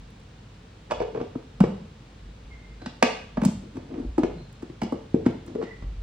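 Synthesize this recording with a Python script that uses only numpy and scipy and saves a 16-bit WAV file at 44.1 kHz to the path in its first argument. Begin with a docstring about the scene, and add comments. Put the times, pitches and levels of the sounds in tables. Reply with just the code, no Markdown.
"""Knocks: a wooden pestle and a steel bowl of sticky dough are knocked about on a kitchen counter.
Each knock adds a crack of smeared clicks, a damped thud, a counter boom and a little ring of the bowl.
Clinks of bare steel and a singing rim are fading tones. Drags, squeaks and ticks are shaped noise.
The kitchen echoes with fading noise, a wavering 50 Hz hum thumps and swells, and the room hums behind."""
import sys
import numpy as np
from scipy import signal
from scipy.fft import rfft, irfft, next_fast_len
from scipy.io import wavfile
from scipy.ndimage import uniform_filter1d

SR = 44100
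rng = np.random.default_rng(int(sys.argv[2]) if len(sys.argv) > 2 else 0)


def to_wav(s):
    """Save 16-bit WAV."""
    ch = np.atleast_2d(s).T  # columns
    pcm = np.round(np.clip(ch, -1, 1) * 32767)  # PCM
    wavfile.write(sys.argv[1], SR, pcm.astype(np.int16))


N = 265482   # length of the scene in samples

# Knocks: start_s, crack_db, crack_tilt_db_per_octave, top_treble_db, crack_smear_s, thud_db, thud_hz,
#         thud_delay_s, thud_swell_s, counter_boom_db, ring_db (relative to the crack)
KNOCK_EVENTS = [(0.9, -31.5, -6, -70.5, .002, -63, 483, .001, 0.0043, -55, -25),
                (0.908, -17, -5.5, -42, 0.0013, -32.5, 555, 0.00287, 0.007, -58.5, -47),
                (0.917, -22, -4.5, -44, 0.00081, -16.5, 537, 0.00096, 0.002, -33.5, -5.5),
                (1.002, -24.5, -13.5, -52.5, .001, -23, 488, 0.00093, 0.0036, -32.5, 0.5),
                (1.014, -19, -10, -59, 0.00085, -24, 439, 0.0008, 0.0035, -31, -8),
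                (1.02, -31, -4, -59, .0012, -25, 418, 0.0022, 0.0065, -44, -14),
                (1.147, -27, -8.5, -79, 0.0026, -27, 444, 0.0017, 0.0045, -44, -25),
                (1.158, -27, -9, -77, 0.0032, -28, 388, 0.002, 0.0032, -39.5, -28),
                (1.172, -29.5, -7.5, -75, 0.0013, -24.5, 417, 0.0013, 0.0042, -33.5, -16),
                (1.200, -26, -9, -73, 0.0015, -29, 430, 0.0023, 0.0072, -46, -13),
                (1.212, -31, -5, -68, 0.00073, -21.5, 267, 0.0011, 0.002, -27, -10),
                (1.353, -25.5, -12.5, -63, 0.00074, -23, 268, 0.002, 0.006, -26.5, -15.5),
                (1.603, -15.5, -6.5, -35, .0012, -5, 194.3, 0.0028, 0.0071, -36.5, -9.5),
                (1.637, -18, -10.5, -48, .001, -12, 381, 0.00094, 0.0019, -18.5, -33),
                (2.817, -38.5, -3.5, -73, 0.00074, -40, 310, 0.0041, 0.0033, -65, -7),
                (2.859, -34, 0, -66, 0.00092, -26.5, 221, .005, 0.006, -34.5, -11),
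                (3.025, -9, -3.5, -21, 0.00071, -14.5, 236.5, 0.0041, 0.0067, -42.5, -9.5),
                (3.37, -19.5, -8, -59, 0.0013, -17, 220, .006, 0.0053, -54, -9.5),
                (3.4157, -23, -6.5, -42, 0.00097, -14.5, 207, .007, 0.0056, -35.5, -23),
                (3.433, -28, -4, -40, 0.0015, -18, 225, 0.0042, 0.005, -27.5, -6.5),
                (3.45, -26.5, -2.5, -20.5, 0.00022, -8.5, 204.6, 0.0055, 0.007, -13.5, -18),
                (3.484, -33, -9.5, -55, 0.001, -18.5, 198, 0.0017, 0.0039, -33.5, -6),
                (3.754, -49, -2, -59, 0.0012, -31.5, 258, 0.0012, 0.0032, -43, -20),
                (3.767, -43.5, -3, -53, .001, -25.5, 285, 0.00753, 0.0024, -28, -17),
                (3.976, -50, -1.5, -77, 0.00094, -25, 277, 0.0022, 0.007, -48, -5),
                (3.997, -51, -3, -55, .0012, -27, 270, 0.0022, 0.006, -42, -12),
                (4.045, -50, -9, -65, 0.0017, -28, 281, 0.0022, 0.0033, -37, -13),
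                (4.179, -16.5, -10.5, -40, .0008, -11, 322, 0.0024, 0.0043, -27, -15.5),
                (4.190, -37, -3, -50, 0.00087, -17, 281, 0.0031, 0.0082, -35.5, -5),
                (4.233, -18.5, -6.5, -45, 0.00068, -13.5, 238, 0.0024, 0.0015, -37, -13.5),
                (4.243, -32.5, -17, -60, 0.0015, -17, 371, 0.0022, 0.0038, -45, -17.5),
                (4.351, -63, -12, -90, .002, -36, 165, 0.0022, 0.014, -47.5, -24),
                (4.406, -45, -8, -84, 0.0021, -39, 134, 0.0039, 0.013, -52, -22),
                (4.622, -38.5, -4.5, -49.5, 0.0018, -25.5, 292, 0.0074, 0.003, -34.5, -10),
                (4.697, -46.5, -3, -81, 0.00081, -32.5, 317, 0.00091, 0.004, -34, -11),
                (4.8161, -21.5, -5.5, -40.5, 0.0011, -20.5, 215, 0.0054, 0.0047, -58, -10),
                (4.832, -36, -3.5, -40.5, 0.0012, -17, 248, 0.0036, 0.0014, -50.5, -24),
                (4.846, -46, -8, -69, 0.00093, -28.5, 212, 0.0015, 0.011, -48, -17),
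                (4.865, -33.5, -13, -66, 0.0014, -32, 308, 0.00074, 0.0022, -55, -20),
                (4.921, -19.5, -12.5, -45, 0.00084, -19, 264, 0.0023, 0.0054, -36.5, -23),
                (4.941, -38, -16, -60, 0.00081, -20.5, 260, 0.0037, 0.0018, -40, -23),
                (5.141, -28, -7, -50, .0012, -6, 250, 0.0025, 0.0022, -38, -22),
                (5.158, -44.5, -4, -70, 0.00078, -20, 367, 0.0055, 0.0023, -51, -19),
                (5.255, -32, -4.5, -61, 0.003, -38, 294, .001, .003, -54, -25),
                (5.261, -16.5, -7, -41.5, 0.0014, -7.5, 258, 0.0019, 0.004, -13.5, -27),
                (5.284, -51, -23, -75, 0.00088, -20, 266, 0.0035, 0.0025, -35, -15),
                (5.475, -45.5, -1, -57, 0.0016, -38.5, 347, 0.0039, 0.0062, -35, -13),
                (5.55, -33.5, -6.5, -57, 0.001, -27, 234, 0.0011, 0.003, -50, -27),
                (5.556, -37, -8.5, -63, .0012, -19, 402, 0.001, 0.0019, -43.5, -20),
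                (5.572, -49.5, -8, -87, 0.0011, -27.5, 449.5, 0.00301, 0.015, -52.5, -23),
                (5.613, -25, -10, -62, 0.0014, -31, 398, 0.0012, 0.0045, -52.5, -27),
                (5.624, -28.5, -5.5, -58, 0.0011, -25, 333, 0.0031, 0.0035, -34.5, -24),
                (5.634, -45, 0, -68, 0.0018, -29.5, 222, 0.002, 0.004, -49, -23),
                (5.822, -41, -4, -75, 0.0013, -31.5, 146, .003, 0.0012, -55, -30),
                (5.834, -43, -6.5, -76, .0012, -40, 254, 0.0036, 0.0038, -33, -30)]
# Bands of the crack, low to high: low_hz, high_hz
CRACK_BANDS_HZ = [(350, 700), (700, 1500), (1500, 3000), (3000, 6000), (6000, 16000)]
# Colour shared by all cracks, one value for each of the four lower bands: level_db
CRACK_COLOUR = [-0.039, 0.99, 0.13, 0.2]
TILT_BEND = 1.12        # a soft contact loses its top octaves faster than its low ones
CRACK_CREST_DB = 21.5   # each band of a crack is set this far below its listed level
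SCUFF_DB, SCUFF_T60_S = -19, 0.041   # grainy scuff after each crack; T60 = time to fall by 60 dB
COUNTER_BOOM_HZ, COUNTER_BOOM_T60_S = 123, 0.062
# Ringing notes of the bowl wall, stifled by the dough: pitch_hz, level_db, t60_s
BOWL_MODES = [(364, 2, 0.031), (544, 6.5, 0.034), (655.5, 5, 0.039), (729, 2, 0.073), (883, 5.5, 0.053),
              (821, -0.5, 0.043), (1173, 2, 0.034), (1500, -10, 0.035)]

# Short clinks of the bare wall, most of them with a knock: start_s, level_db, favoured_pitch_hz
CLINK_EVENTS = [(.909, -31, 1500), (.918, -34, 900), (1.001, -38, 2300), (1.013, -46.5, 2300),
                (1.028, -48, 1900), (1.146, -44, 1800), (1.203, -49, 1800), (1.604, -31, 900),
                (1.638, -33.5, 1700), (2.86, -47, 3500), (3.0255, -9, 1500), (3.027, -21, 4500),
                (3.417, -33.5, 1100), (3.768, -43, 1150), (3.94, -44, 1150), (4.18, -37.5, 1500),
                (4.235, -38, 2200), (4.817, -36.5, 2300), (4.833, -43, 4500), (5.262, -37.5, 1500),
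                (5.623, -53, 1700)]
# Ringing notes of the bare upper wall of the bowl: pitch_hz, level_db
BARE_STEEL_MODES = [(735, 4), (893, 6), (1150, -5.5), (1700, -2), (1900, -6), (2190, -6), (2270, -0.5),
                    (2485, -1.5), (2870, -3.5), (3470, -11.5), (3900, -10.5), (4480, -4.5), (4940, -4),
                    (5700, -4.5)]
CLINK_FALL_DB_PER_OCTAVE = 7.5   # notes far from the favoured pitch are weaker
BARE_T60_S = .028                # the hand on the bowl stops it quickly

# Times at which the rim's note sets in: start_s, level_db
RIM_EVENTS = [(0.941, -43.5), (1.03, -33), (1.09, -39.5), (1.165, -40), (1.215, -43.5), (1.359, -44.5),
              (1.645, -43.5), (3.032, -28), (4.245, -36), (4.3, -50.5), (4.924, -37), (5.15, -29.5),
              (5.27, -36), (5.56, -32), (5.626, -35)]
RIM_HZ, RIM_T60_S = 445.3, 0.42   # the one free note of the rim

# Strokes of dragging on the counter: full_strength_start_s, hold_s, level_db
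DRAG_STROKES = [(.91, 0.0092, -43), (1.155, 0.0077, -40), (1.21, 0.0037, -39), (2.83, 0.06, -50.5),
                (3.63, 0.011, -48), (3.765, 0.03, -44), (3.91, 0.099, -38.5), (4.27, 0.14, -51.5),
                (5.33, 0.021, -50.5), (5.5, 0.0036, -40), (5.595, 0.022, -39)]
# Resonances of the counter under the drag: pitch_hz, width_hz, level_db
COUNTER_RESONANCES = [(242, 140, 43), (400, 74, -14.5), (1150, 400, -41.5), (2000, 900, -13.5),
                      (3500, 2500, -57.5)]
DRAG_RISE_DB_PER_S, DRAG_FALL_DB_PER_S = 448, 244.5

# Faint squeaks: start_s, end_s, pitch_hz, width_hz, level_db, rise_s, level_change_db
SQUEAK_EVENTS = [(2.505, 2.6, 2110, 90, -53, .008, -9), (2.59, 2.74, 2090, 100, -65, .02, -1),
                 (2.795, 2.835, 1540, 120, -56, .02, 0), (2.84, 2.885, 1540, 100, -51, .012, -3),
                 (2.79, 2.88, 4020, 170, -65, .03, 2), (4.345, 4.435, 4150, 120, -66, .015, -3),
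                 (5.6, 5.71, 1930, 260, -60, .04, 6), (5.7, 5.79, 1990, 220, -53, .012, -10)]
# Tiny sticky ticks: start_s, level_db (before the noise and the treble filter)
TICK_EVENTS = [(0.104, -55), (.16, -71), (.2, -59), (.235, -64), (3.772, -61), (4.527, -51), (5.463, -46),
               (5.49, -68)]

# Low thumps and swells of a wavering 50 Hz hum: full_strength_start_s, hold_s, level_db
LOW_SWELLS = [(0.0, 0.02, -49), (.99, 0.025, -45.5), (1.61, 0.042, -41), (2.25, 0.04, -44),
              (2.45, 0.11, -47.5), (2.7, 0.079, -48), (3.39, 0.018, -40.5), (3.57, 0.023, -48.5),
              (4.07, 0.017, -31), (4.25, 0.12, -45.5), (5.28, .02, -53), (5.45, .02, -64),
              (5.87, 0.0057, -29), (5.99, 0.035, -34.5)]
LOW_RISE_DB_PER_S, LOW_FALL_DB_PER_S = 299, 199
LOW_HZ, LOW_WIDTH_HZ = 49.94, 7
LOW_MURMUR_DB = -53.5   # the low hum never quite rests

# How the kitchen's echo dies away at each pitch: pitch_hz, t60_s, level_db
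KITCHEN_DECAY = [(100, 0.82, 0.5), (192, 0.56, -5.5), (297, 0.27, -5.5), (463, 0.52, 2), (710, 0.42, -2),
                 (1840, 0.62, -3), (2420, 0.47, 1.5), (3200, 0.58, 5), (4160, .46, 4), (5600, 0.43, 4.5),
                 (8750, 0.58, -6), (14000, .25, -0.5)]
ECHO_DB = -36.5
# Low standing waves of the kitchen: pitch_hz, width_hz, level_db
ROOM_RESONANCES = [(115, 7, -15.5), (187, 15, -12.5)]

# Colour of the hum common to both channels: pitch_hz, relative_level_db
HUM_MID_COLOUR = [(60, -30.5), (75, -1.5), (113, -0.5), (170, -5.5), (204, -6.5), (394, -18), (441, -13),
                  (606, -22), (834, -23), (2170, -28), (3820, -29.5), (8700, -45), (9500, -66),
                  (14000, -101), (14600, -62.5), (15800, -51.5)]
# Colour of the hum opposed in the two channels: pitch_hz, relative_level_db
HUM_SIDE_COLOUR = [(41, -33), (70, -28.5), (190, -3.5), (344, -1), (422, 2.5), (727, 2.5), (1070, 0),
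                   (2120, -7.5), (2720, -3), (3040, -6.5), (10400, -17.5), (16000, -30)]
HUM_MID_DB, HUM_SIDE_DB = -48.5, -59.5   # average (RMS) levels

# The sound common to both channels is dull at the top; the brightest treble is mostly opposed.
# Colour of the common part of near sound: pitch_hz, level_db
COMMON_NEAR_COLOUR = [(8500, 1.5), (11500, -22.5), (13200, -20), (14200, -10)]
# Colour of the common part of the echo: pitch_hz, level_db
COMMON_ECHO_COLOUR = [(8500, 2), (9800, -24.5), (13500, -42), (14500, -24)]
# The channels differ more in the treble than in the bass: pitch_hz, side_level_db
SIDE_COLOUR = [(60, -26.5), (120, -33.5), (240, -19.5), (480, 0), (950, 0), (1890, -2), (3770, -1.5),
               (7520, 5.5), (15000, -2.5)]
# How far the side lags behind the mid: pitch_hz, lag_radians
SIDE_LAG = [(200, .3), (400, 0.77), (700, 2.15), (1400, 2.1), (2800, 1.73), (5600, 1.6)]
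CUTOFF_HZ = 16600


def knocks():
    """Every knock adds a bowl ring, a crack, a thud and a counter boom."""
    size = SR // 2
    sound, t = np.zeros(N + SR), np.arange(size) / SR
    filters = [signal.butter(2, edges, "band", fs=SR, output="sos") for edges in CRACK_BANDS_HZ]
    for row in KNOCK_EVENTS:
        (start, crack_db, tilt_db, treble_db, smear, thud_db, thud_hz,
         delay, swell, boom_db, ring_db) = row
        band_levels_db = [crack_db + base_db + tilt_db * octave ** TILT_BEND
                          for octave, base_db in enumerate(CRACK_COLOUR)]
        band_levels_db.append(treble_db)
        late = np.maximum(t - delay, 0)   # the edge touches first, the weight lands after
        knock = bowl_ring(t, band_levels_db, ring_db, smear)
        short_crack = crack(smear, band_levels_db, filters)
        knock[:len(short_crack)] += short_crack
        knock += thud(late, thud_db, thud_hz, swell)
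        knock += counter_boom(late, boom_db)
        i = round(start * SR)
        sound[i:i + size] += knock
    return sound[:N]


def crack(smear, band_levels_db, filters):
    """A rough smeared click and a noisy scuff, with each pitch band set to its own level."""
    grit = chatter(smear, rng.random(5))
    t = np.arange(len(grit)) / SR
    grit = grit * (1 - np.exp(-t / (0.87 * smear)))   # the first contact is light
    scuff = amp(SCUFF_DB - 60 * t / SCUFF_T60_S) * rng.standard_normal(len(grit))
    grit += scuff * (1 - np.exp(-t / 0.00087))
    out = np.zeros(len(grit))
    # alternate signs leave no dip between bands
    for sos, band_db, sign in zip(filters, band_levels_db, [1, -1, 1, -1, 1]):
        out += sign * amp(band_db - CRACK_CREST_DB) * rms_one(signal.sosfilt(sos, grit))
    return out


def chatter(spread, shares):
    """Short allpass delays in a chain smear a click: rough in time, even in colour; 2048 samples."""
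    x = np.eye(1, 2048)[0]
    for share in shares:
        delay = max(round(spread * (0.22 + share) * SR), 1)
        taps = np.zeros(delay + 1)
        taps[[0, -1]] = -.62, 1
        x = signal.lfilter(taps, taps[::-1], x)
    return x


def thud(late, level_db, hz, swell):
    """A damped low note sags in pitch as the dough yields, then is stifled."""
    press = late / max(swell, .002)
    sag = 1 + 0.058 * np.exp(-press)   # starts 5.8 % high and settles on hz
    turns = hz * np.cumsum(sag * (late > 0)) / SR
    return amp(level_db) * (press * np.exp(1 - press)) ** 2 * np.sin(2 * np.pi * turns)


def counter_boom(late, level_db):
    """The counter answers the landing weight with one low note that swells and dies."""
    shape = (1 - np.exp(-late / 0.0036)) * amp(-60 * late / COUNTER_BOOM_T60_S)
    return amp(level_db) * shape * np.sin(2 * np.pi * COUNTER_BOOM_HZ * late)


def bowl_ring(t, band_levels_db, ring_db, smear):
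    """The bowl wall rings on several notes; a brighter crack wakes the higher ones."""
    ring, centres = np.zeros(len(t)), np.log(CRACK_BANDS_HZ).mean(axis=1)
    for (hz, mode_db, t60), luck in zip(BOWL_MODES, rng.standard_normal(len(BOWL_MODES))):
        crack_here_db = np.interp(np.log(hz), centres, band_levels_db)
        drive_db = crack_here_db + ring_db + mode_db + 1.5 * luck
        ring += amp(drive_db - 60 * t / t60) * np.sin(2 * np.pi * hz * t)
    return ring * (1 - np.exp(-(t / (2 * smear)) ** 2))


def clinks():
    """Each clink rings the bare wall, most of all on notes near its favoured pitch."""
    out, t = np.zeros(N + SR), np.arange(SR // 4) / SR
    onset = 1 - np.exp(-t / 0.001)
    for start, level_db, best_hz in CLINK_EVENTS:
        i = round(start * SR)
        for hz, mode_db in BARE_STEEL_MODES:
            loss_db = CLINK_FALL_DB_PER_OCTAVE * abs(np.log2(hz / best_hz))
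            drive_db = level_db + mode_db + 1.5 * rng.standard_normal() - loss_db
            fade = amp(drive_db - 60 * t / BARE_T60_S)
            out[i:i + len(t)] += fade * onset * np.sin(2 * np.pi * hz * t)
    return out[:N]


def rim():
    """The rim sings one slowly fading note that sets in again and again."""
    out, t = np.zeros(N), np.arange(N) / SR
    for start, level_db in RIM_EVENTS:
        since = np.maximum(t - start, 0)
        shape = amp(level_db - 60 * since / RIM_T60_S) * (1 - np.exp(-since / 0.0007))
        out += shape * np.sin(2 * np.pi * RIM_HZ * since)
    return out


def drag():
    """Dense uneven slips of wood and steel shake the counter's resonances."""
    happens = rng.random(N) < 1500 / SR   # about 1500 slips per second
    strength = amp(3 * np.minimum(rng.exponential(1, N), 4))
    slips = happens * strength * rng.choice([-1, 1], N)
    shake = np.zeros(N)
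    for hz, width_hz, level_db in COUNTER_RESONANCES:
        answer = resonate(resonate(slips, hz, width_hz), hz, 2 * width_hz)
        shake += amp(level_db) * rms_one(answer)
    return rms_one(shake) * swells(DRAG_STROKES, DRAG_RISE_DB_PER_S, DRAG_FALL_DB_PER_S)


def squeaks():
    """Noise goes twice through a narrow resonance, swells in and changes level until it stops."""
    out, t = np.zeros(N), np.arange(N) / SR
    for start, end, hz, width_hz, level_db, rise, change_db in SQUEAK_EVENTS:
        edges = np.clip(np.minimum((t - start) / rise, (end - t) / 0.01), 0, 1)
        progress = np.clip((t - start) / (end - start), 0, 1)
        tone = resonate(resonate(rng.standard_normal(N), hz, width_hz), hz, width_hz)
        out += edges * amp(level_db + change_db * progress) * rms_one(tone)
    return out


def ticks():
    """Short bright puffs of noise as dough lets go of skin or wood."""
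    clicks, t = np.zeros(N), np.arange(600) / SR
    for start, level_db in TICK_EVENTS:
        clicks[round(start * SR)] = amp(level_db)
    puffs = signal.fftconvolve(clicks, np.exp(-t / 0.0031))[:N] * rng.standard_normal(N)
    return signal.sosfilt(signal.butter(4, 7000, "high", fs=SR, output="sos"), puffs)


def low_hum():
    """Noise in a narrow resonance makes a wavering 50 Hz hum that thumps and swells."""
    noise = rng.standard_normal(N + SR)
    hum = resonate(resonate(noise, LOW_HZ, LOW_WIDTH_HZ), LOW_HZ, 3 * LOW_WIDTH_HZ)
    hum = hum[SR:]   # drop the first second, while the resonance builds up
    power = uniform_filter1d(hum ** 2, SR // 24)
    steady = hum / np.sqrt(power + 0.073 * np.mean(hum ** 2))   # its level is evened out
    gain = swells(LOW_SWELLS, LOW_RISE_DB_PER_S, LOW_FALL_DB_PER_S) + amp(LOW_MURMUR_DB)
    return gain * rms_one(steady)


def kitchen(x):
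    """Echo made of noise that builds for a few ms and dies at its own rate in each half octave."""
    t, echo = np.arange(SR) / SR, np.zeros(SR)
    edges = 60 * 2.0 ** np.arange(0, 8.6, .5)
    for low, high in zip(edges, edges[1:]):
        sos = signal.butter(2, [low, high], "band", fs=SR, output="sos")
        band = signal.sosfilt(sos, rng.standard_normal(SR))
        hz = np.sqrt(low * high)
        t60 = max(at_hz(KITCHEN_DECAY, hz), .03)
        echo += band * amp(at_hz(KITCHEN_DECAY, hz, column=2) - 60 * t / t60)
    echo *= np.clip((t - .004) / 0.0021, 0, 1)   # silent for the first 4 ms
    return amp(ECHO_DB) * signal.fftconvolve(x, echo)[:N]


def room_notes(x):
    """The kitchen's low standing waves ring along with the near sound."""
    return sum(amp(db) * resonate(x, hz, width_hz) for hz, width_hz, db in ROOM_RESONANCES)


def room_hum(level_db, points):
    """Steady noise, coloured to make the hum of the room."""
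    return amp(level_db) * rms_one(colour(rng.standard_normal(N), points))


def swells(rows, rise_db_per_s, fall_db_per_s):
    """Loudness curve of events that rise, hold and fall at steady rates in dB."""
    t, gain = np.arange(N) / SR, np.zeros(N)
    for start, hold, level_db in rows:
        rise_db = rise_db_per_s * np.maximum(start - t, 0)
        fall_db = fall_db_per_s * np.maximum(t - start - hold, 0)
        gain += amp(level_db - rise_db - fall_db)
    return gain


def resonate(x, hz, width_hz):
    """Let a signal ring at one pitch, with a gain of about 1 at the top of the resonance."""
    r = np.exp(-np.pi * width_hz / SR)
    feedback = [1, -2 * r * np.cos(2 * np.pi * hz / SR), r * r]
    return signal.lfilter([(1 - r * r) / 2, 0, (r * r - 1) / 2], feedback, x)


def colour(x, points, phase=((1, 0), (2, 0))):
    """Shape a signal by a (pitch_hz, level_db) curve and a (pitch_hz, lag_radians) curve."""
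    size = next_fast_len(len(x) + 4096)
    hz = np.fft.rfftfreq(size, 1 / SR)
    change = amp(at_hz(points, hz)) * np.exp(-1j * at_hz(phase, hz))
    return irfft(rfft(x, size) * change, size)[:len(x)]


def at_hz(points, hz, column=1):
    """Read a table column at any pitch, in straight lines over log pitch."""
    p = np.array(points)
    return np.interp(np.log(hz + 1), np.log(p[:, 0]), p[:, column])


def amp(db):
    """Turn decibels into a plain gain."""
    return 10 ** (np.asarray(db) / 20)


def rms_one(x):
    """Scale a signal to an average (RMS) level of 1."""
    return x / np.sqrt(np.mean(x ** 2) + 1e-20)


def scene():
    """Build the common part (mid) and the opposed part (side), then the two channels."""
    near = knocks() + clinks() + drag() + squeaks() + ticks()
    rim_note, low = rim(), low_hum()
    mid = colour(near + rim_note, COMMON_NEAR_COLOUR)
    mid += colour(kitchen(near), COMMON_ECHO_COLOUR)
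    mid += low + room_notes(near)
    mid += room_hum(HUM_MID_DB, HUM_MID_COLOUR)
    # the side has its own echo noise
    side = colour(near + rim_note + kitchen(near), SIDE_COLOUR, SIDE_LAG)
    side += amp(-37.5) * np.roll(low, 300)   # a faint copy of the low hum, 300 samples late
    side += room_hum(HUM_SIDE_DB, HUM_SIDE_COLOUR)
    return np.array([mid + side, mid - side])


def record(dry):
    """The loudest peaks are rounded, then the top treble is cut steeply."""
    rounded = dry / (1 + (dry / .95) ** 4) ** .25
    # 80 dB down from the cutoff upwards
    return signal.sosfilt(signal.cheby2(20, 80, CUTOFF_HZ, fs=SR, output="sos"), rounded)


dry = scene()
out = record(dry)
to_wav(out)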